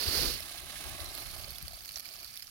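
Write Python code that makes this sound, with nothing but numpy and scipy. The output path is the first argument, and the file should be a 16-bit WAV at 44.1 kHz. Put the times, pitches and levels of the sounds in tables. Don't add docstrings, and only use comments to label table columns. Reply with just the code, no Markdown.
import sys
import numpy as np
from scipy import signal
from scipy.fft import rfft, irfft, next_fast_len
from scipy.io import wavfile
from scipy.ndimage import uniform_filter1d, map_coordinates

SR = 44100
rng = np.random.default_rng(int(sys.argv[2]) if len(sys.argv) > 2 else 0)


def unload_audio(sound):
    columns = np.transpose(np.atleast_2d(sound))
    steps = np.round(np.clip(columns, -1, 1) * 32767)
    wavfile.write(sys.argv[1], SR, steps.astype(np.int16))


def invert_db(x):
    u = np.asarray(x, float) / 20
    return 10 ** u


N = 110250


def unit(x):
    return x / np.sqrt(np.mean(x ** 2) + 1e-20)


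def along(points, hz):
    f, v = np.transpose(points)
    return np.interp(np.log(hz + 1), np.log(f + 1), v)


def curves(rows):
    s, *columns = np.transpose(rows)
    return [np.interp(np.arange(N) / SR, s, column) for column in columns]


def wobble(rate_hz):
    knots = rng.standard_normal(int(N * rate_hz / SR) + 4)
    return map_coordinates(knots, [np.arange(N) * rate_hz / SR])


def filtered(x, response):
    m = next_fast_len(N + SR // 4)
    return irfft(rfft(x, m) * response(np.fft.rfftfreq(m, 1 / SR)), m)[..., :N]


def patchy(patchy_db):
    z = signal.stft(rng.standard_normal((3, N)), nperseg=256)[2]
    field = uniform_filter1d(rng.standard_normal(z.shape[1:]), size=8, axis=0)
    field = uniform_filter1d(field, size=5, axis=1)
    return signal.istft(z * invert_db(patchy_db * unit(field)), nperseg=256)[1][:, :N]


# frequency in Hz, unrelated share 0-1.
PORT_INCOHERENCE = [(200, 0.01), (800, 0.09), (2000, 0.17), (5000, 1), (12000, 0.38)]
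MIRROR_DELAY_S, MIRROR_CUTOFF_HZ = 0.002112, 4500


def ports(trio, tones, lag_s, mirror):
    def paths(hz):
        loose = along(PORT_INCOHERENCE, hz)
        delay = np.exp(-2j * np.pi * hz * MIRROR_DELAY_S)
        echo = 1 + mirror * delay / (1 + (hz / MIRROR_CUTOFF_HZ) ** 2)
        tone = invert_db(np.array([along(points, hz) for points in tones])) * echo
        lag = np.exp(-1j * np.pi * hz * lag_s * np.array([[1], [-1]]))
        return tone * lag * np.sqrt(1 - loose), tone * np.sqrt(loose)
    shared = filtered(trio[[0, 0]], lambda hz: paths(hz)[0])
    pair = shared + filtered(trio[1:], lambda hz: paths(hz)[1])
    return pair / np.sqrt(np.mean(pair.mean(axis=0) ** 2))


def grains(start_s, hz, cycles, size):
    k = np.arange(600)
    turns = hz[:, None] * k / SR
    envelope = np.exp(-turns * 3 / cycles) * (1 - np.exp(-turns * 2))
    wave = size[:, None] * np.sin(2 * np.pi * turns) * envelope
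    at = (start_s * SR).astype(int)[:, None] + k
    return np.bincount(at.ravel(), wave.ravel(), N + len(k))[:N]


# time in seconds, level in dB.
GUSH_LEVEL = [
    (0, -37),
    (.05, -35),
    (.18, -30),
    (.28, -33.5),
    (.34, -38),
    (.375, -45),
    (.41, -63),
    (.48, -76),
]
# frequency in Hz, level in dB per Hz.
GUSH_COLOUR = [
    [(150, -19), (400, -9.5), (900, -21.5), (3000, -19), (4500, -23), (7000, -21), (10000, -24),
     (15500, -9.5)],
    [(150, -17), (400, -4.5), (900, -12.5), (3500, -5.5), (4500, 6), (6600, -11), (11700, -9),
     (15500, -13.5)],
]
GUSH_LAG_S = -0.000093


def gush():
    level_db, = curves(GUSH_LEVEL + [(.6, -89)])
    noise = patchy(patchy_db=1.0) * invert_db(0.5 * wobble(119) + 0.22 * wobble(31))
    return invert_db(level_db) * ports(noise, GUSH_COLOUR, GUSH_LAG_S, mirror=0.03)


# frequency in Hz, level in dB per Hz.
SURGE_COLOUR = [(60, -11), (130, -2), (520, -7), (750, -24)]
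SURGE_S, SURGE_WIDTH_S, SURGE_DB = 0.26, 0.048, -43


def surge():
    swell = np.exp(-((np.arange(N) / SR - SURGE_S) / SURGE_WIDTH_S) ** 2 / 2)
    thud = ports(patchy(patchy_db=3.0), [SURGE_COLOUR, SURGE_COLOUR], GUSH_LAG_S, mirror=0)
    return invert_db(SURGE_DB) * swell * thud * invert_db([[-3], [2]])


# time in seconds, level in dB.
SHEET_LEVEL = [
    (0, -42.5),
    (.35, -45),
    (.6, -48),
    (.9, -45.5),
    (1.05, -53.5),
    (1.45, -51),
    (1.8, -59),
    (2.5, -57.5),
]
# frequency in Hz, level in dB per Hz.
SHEET_COLOUR = [
    [(200, -10.5), (450, -19), (1500, -10), (3500, -12.5), (5500, -13), (7300, -10), (10000, -7.5),
     (15500, -11)],
    [(200, -9.5), (450, -12.5), (1500, -5), (3600, 2), (5500, -2), (7500, -7), (10800, -3), (15500, -8)],
]


def sheet():
    level_db, = curves(SHEET_LEVEL)
    noise = patchy(patchy_db=1.5) * invert_db(2.1 * wobble(150) + 0.84 * wobble(30.17))
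    return invert_db(level_db) * ports(noise, SHEET_COLOUR, lag_s=-0.00011, mirror=-0.37)


# time in seconds, reading speed as a ratio.
TILT_SPEED = [(0, 0.93), (.95, 0.85), (1.4, .99), (2.5, 1.008)]


def tilted(pair):
    at = np.cumsum(curves(TILT_SPEED)[0])
    return np.array([map_coordinates(port, [at], mode="mirror") for port in pair])


# time in seconds, level in dB, break-up in dB.
STREAM_LEVEL = [(0, -50, 5), (.4, -50, 5.5), (.9, -56, 0.5), (1.0, -48, 1.3), (1.2, -46.5, 0.9),
                (1.45, -49.5, 2.5), (1.6, -53, 2), (1.8, -52, 1.8), (1.94, -48.5, 2.5), (2.0, -50.5, 6),
                (2.04, -52, 0), (2.2, -51.5, 2.3), (2.3, -53, 0.8), (2.4, -54, 3), (2.5, -55, 3)]
# frequency in Hz, level in dB per Hz.
STREAM_COLOUR = [
    [(1200, -79), (2400, -9.5), (4000, -8.5), (7600, -18), (8800, -7.5), (12500, -11), (15800, -13.5)],
    [(1200, -15.5), (2300, -8), (3700, -9), (4600, 1.5), (7600, -11), (10000, -7), (11800, -6),
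     (15800, -12.5)],
]
# centre in Hz, width in Hz, lift in dB.
CAVITIES = [(4410, 320, 3.5), (11630, 340, 3.5), (13000, 600, 8), (2330, 67, 10.5), (3300, 590, 1),
            (1330, 210, 9)]
STREAM_LAG_S, SPLIT_HZ = -0.0002614, 8200
DROP_COUNT, DROPS_DB, DROP_SIZE_DB = 2500, -8.5, 15
DROP_HZ, DROP_SPREAD, DROP_CYCLES = 6030, 0.587, 5.4


def droplets():
    when, pitch, size = rng.random((DROP_COUNT, 3)).T
    hz = np.clip(DROP_HZ * np.exp(DROP_SPREAD * 4.18 * (pitch - .5)), 300, 15500)
    gain = invert_db(DROP_SIZE_DB * size ** 3) * np.sqrt(hz / DROP_HZ)
    return grains(when * (N - 1) / SR, hz, DROP_CYCLES, gain)


def cavity_lift(hz):
    lift_db = sum(db * np.exp(-((hz - c) / w) ** 2) for c, w, db in CAVITIES)
    return invert_db(lift_db * [[.3], [1]])


def stream():
    level_db, break_db = curves(STREAM_LEVEL)
    break_db = np.interp(np.arange(N), np.cumsum(curves(TILT_SPEED)[0]), break_db)
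    common = 2.25 * wobble(350) + 0.4 * wobble(130) + 0.074 * wobble(45)
    noise = unit(patchy(patchy_db=3.0)) + invert_db(DROPS_DB) * unit(droplets())
    total = 0
    for low_hz, high_hz in [(0, 3300), (3300, SPLIT_HZ), (SPLIT_HZ, SR)]:
        clumps = invert_db(break_db * 2 * np.tanh((common + 0.37 * wobble(120)) / 2))
        clumps = clumps / np.sqrt(np.abs(uniform_filter1d(clumps ** 2, size=SR // 12)))
        total = total + filtered(clumps * noise, lambda hz: (hz >= low_hz) & (hz < high_hz))
    pair = ports(total, STREAM_COLOUR, STREAM_LAG_S, mirror=-0.15)
    return invert_db(level_db) * tilted(filtered(pair, cavity_lift))


# time in seconds, peak in dB, ring in Hz, treble share in dB, decay in seconds.
SPLAT_EVENTS = [(.405, -27.5, 5360, 9.5, 0.0016), (0.693, -44, 2500, 14, 0.0022),
                (.839, -30, 4300, 2, .002), (.896, -33, 4200, 10, 0.0024), (1.0036, -28, 4000, -6, .002),
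                (1.044, -35, 4360, 14, .002), (1.1504, -29, 4360, 10, .002),
                (1.177, -26.5, 4330, 6, 0.0019), (1.3955, -27, 4500, -1, .002),
                (1.5054, -31, 4460, 9, 0.0025), (1.558, -32, 3480, 4, .002),
                (1.5837, -28, 4990, 7.5, 0.0014), (1.6258, -29.5, 4340, 9, 0.0018),
                (1.6807, -27.5, 4500, 6.5, 0.0017), (1.7343, -34, 4500, 8.5, .0016),
                (1.8066, -31.5, 4750, -2, 0.0024), (1.8575, -29.5, 4860, 8, 0.0016),
                (1.89, -27, 4300, 1, .0018), (1.9195, -30, 4970, 6, .0015),
                (1.9581, -19, 5660, -16, 0.0015), (1.9704, -30, 4100, 7, 0.002),
                (1.9744, -27, 4250, 2, 0.0018), (1.9832, -29, 4780, 1, .002),
                (1.9968, -29, 4400, 6, 0.0028), (2.0027, -31, 4360, 5, .002),
                (2.0554, -32, 2310, 5, 0.0025), (2.063, -30, 5010, -2, 0.0029),
                (2.089, -27, 5030, -5, .0012), (2.1383, -29, 4910, 2, 0.0015),
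                (2.2018, -34, 4430, 2, .0014), (2.2295, -31, 5000, -2, .0014),
                (2.2454, -30, 4630, 4, .0022), (2.252, -32.5, 4600, -2, .0012),
                (2.3397, -31.5, 4500, 4, 0.0033), (2.3574, -30, 4900, 8, 0.0012),
                (2.3676, -27, 5500, -2, .0011), (2.3732, -28.5, 3600, 9, .0018),
                (2.3958, -31, 4270, 0, 0.0032), (2.4227, -29, 4960, 2, 0.0043),
                (2.4705, -33, 5560, 6, 0.0015)]
# frequency in Hz, level in dB per Hz.
SPLAT_COLOUR = [
    [(600, -32), (1500, -16), (4000, -9.5), (7600, -39), (8800, -9), (12500, -10), (15800, -8)],
    [(600, -35), (1700, -0.5), (3400, -1.5), (5000, -2), (7600, -1), (10000, -3), (12000, 1), (15800, -18)],
]
SPLAT_DB, SPLAT_RING_DB, SPLAT_RISE_S = -9.5, -3.5, 0.00019


def splats():
    t = np.arange(SR // 40) / SR
    layers = np.zeros((2, 3, N + SR))
    for s, peak_db, ring_hz, treble_db, decay_s in SPLAT_EVENTS:
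        shape = invert_db(peak_db) * (1 - np.exp(-t / SPLAT_RISE_S)) * np.exp(-t / decay_s)
        hiss = rng.standard_normal((2, 3, len(t)))
        power = np.sum((hiss * shape) ** 2, axis=2, keepdims=True) / np.sum(shape ** 2)
        hiss = hiss / np.sqrt(power)
        ring = invert_db(SPLAT_RING_DB) * 2 * np.sin(2 * np.pi * (ring_hz * t + rng.random((3, 1))))
        burst = shape * np.array([hiss[0] + ring, invert_db(treble_db) * hiss[1]])
        layers[..., round(s * SR):][..., :len(t)] += burst
    layers = layers[..., :N]
    dull = filtered(layers[0], lambda hz: 1 / (1 + (hz / SPLIT_HZ) ** 8))
    bright = filtered(layers[1], lambda hz: 1 - 1 / (1 + (hz / SPLIT_HZ) ** 8))
    scale = np.sqrt(np.mean(layers[0] ** 2))
    return invert_db(SPLAT_DB) * scale * ports(dull + bright, SPLAT_COLOUR, STREAM_LAG_S, mirror=0.41)


# time in seconds, level in dB.
SOAK_LEVEL = [(0, -73), (.4, -64), (.9, -51), (1.15, -54.5), (1.45, -58.5), (1.6, -63), (1.75, -64.5),
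              (1.9, -68), (2.2, -64.5), (2.35, -73.5), (2.5, -97)]
# frequency in Hz, level in dB per Hz.
SOAK_COLOUR = [
    [(150, -24), (350, -8), (700, -11.5), (1500, -13), (2600, -21), (4000, -48)],
    [(150, -27), (350, -3), (650, -2), (1500, -7.5), (2600, -17), (4000, -18)],
]


def soak():
    level_db, = curves(SOAK_LEVEL)
    noise = patchy(patchy_db=0.5) * invert_db(2.27 * wobble(70) + 0.28 * wobble(30.17))
    return invert_db(level_db) * ports(noise, SOAK_COLOUR, lag_s=-0.00012, mirror=-0.68)


# time in seconds, peak in dB, pitch in Hz.
GLUG_EVENTS = [(0.403, -44.5, 636), (0.511, -49, 686), (0.546, -45.5, 720), (0.585, -52, 704),
               (0.698, -52, 610), (0.863, -50, 611), (0.889, -53, 725), (1.031, -46.5, 576),
               (1.108, -49, 614), (1.149, -46.5, 660), (1.362, -46, 740), (1.399, -48, 610),
               (1.478, -46, 583), (1.676, -50.5, 620), (1.71, -52, 700), (1.732, -46.5, 700),
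               (1.775, -52, 655), (1.969, -49, 692)]
GLUG_DB, GLUG_CYCLES = -1.5, 7.9


def glugs():
    s, peak_db, hz = np.transpose(GLUG_EVENTS)
    return invert_db([[-4], [3]]) * grains(s, hz, GLUG_CYCLES, invert_db(peak_db + GLUG_DB) * 2)


# time in seconds, left port in dB, right port in dB.
WIND_LEVEL = [(0, -56.5, -48.5), (.2, -38, -60), (.28, -40.5, -48), (.45, -52, -59.5), (1.05, -51.5, -55.5),
              (1.2, -53, -50.5), (1.4, -64, -44), (1.65, -50.5, -58.5), (1.9, -62.5, -65.5),
              (2.5, -64.5, -64)]
# frequency in Hz, level in dB per Hz.
BUFFET_COLOUR = [(11, -22), (24, 3), (71, 5), (87, 3.5), (187, -9.5), (300, -20), (390, -29), (660, -120)]


def wind():
    noise = filtered(rng.standard_normal((2, N)), lambda hz: invert_db(along(BUFFET_COLOUR, hz)))
    lumps = invert_db(3.4 * np.array([wobble(22.53), wobble(21.66)]))
    return invert_db(curves(WIND_LEVEL)) * unit(lumps * noise)


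# time in seconds, peak in dB.
THUMP_EVENTS = [
    [(.08, -27.5), (.18, -37), (.28, -28.5), (.63, -43), (.87, -38.5), (.92, -42.5), (1.02, -33),
     (1.09, -39), (1.48, -47), (1.64, -41.5), (1.75, -43), (1.97, -49)],
    [(.14, -43), (.34, -40), (1.16, -45), (1.28, -37.5), (1.4, -50), (1.57, -52)],
]
THUMP_HZ, THUMP_S = 72.5, 0.0084


def thumps():
    t, out = np.arange(N) / SR, np.zeros((2, N))
    for port, rows in enumerate(THUMP_EVENTS):
        for s, peak_db in rows:
            hz = THUMP_HZ * np.exp(0.34 * rng.standard_normal())
            swing = np.sin(2 * np.pi * (hz * (t - s) + rng.random()))
            out[port] += invert_db(peak_db) * np.exp(-((t - s) / THUMP_S) ** 2 / 2) * swing
    return out


# frequency in Hz, level in dB per Hz.
ROAD_COLOUR = [(30, -14), (200, -27), (500, -62), (2000, -40), (8000, -22), (16000, -42)]
ROAD_DB = -65


def road():
    noise = rng.standard_normal((2, N))
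    return invert_db(ROAD_DB) * unit(filtered(noise, lambda hz: invert_db(along(ROAD_COLOUR, hz))))


def scene():
    water = gush() + surge() + sheet() + stream() + splats() + soak() + glugs()
    return water + wind() + thumps() + road()


def roll_off(x):
    return signal.sosfilt(signal.butter(12, 16640, fs=SR, output="sos"), x)


# centre in Hz, width in Hz, depth 0-1.
HOUSING_DIPS = [(7745, 260, 0.7), (7090, 200, 0.65), (6210, 71, 0.6), (3570, 420, 0.13), (8700, 470, 0.31)]
TOP_HZ = 15980


def record(dry):
    def housing(hz):
        dips = [1 - depth * np.exp(-((hz - c) / w) ** 2) for c, w, depth in HOUSING_DIPS]
        return np.prod(dips, axis=0) * (hz < TOP_HZ)
    return roll_off(filtered(dry, housing))


dry = scene()
out = record(dry)
unload_audio(out)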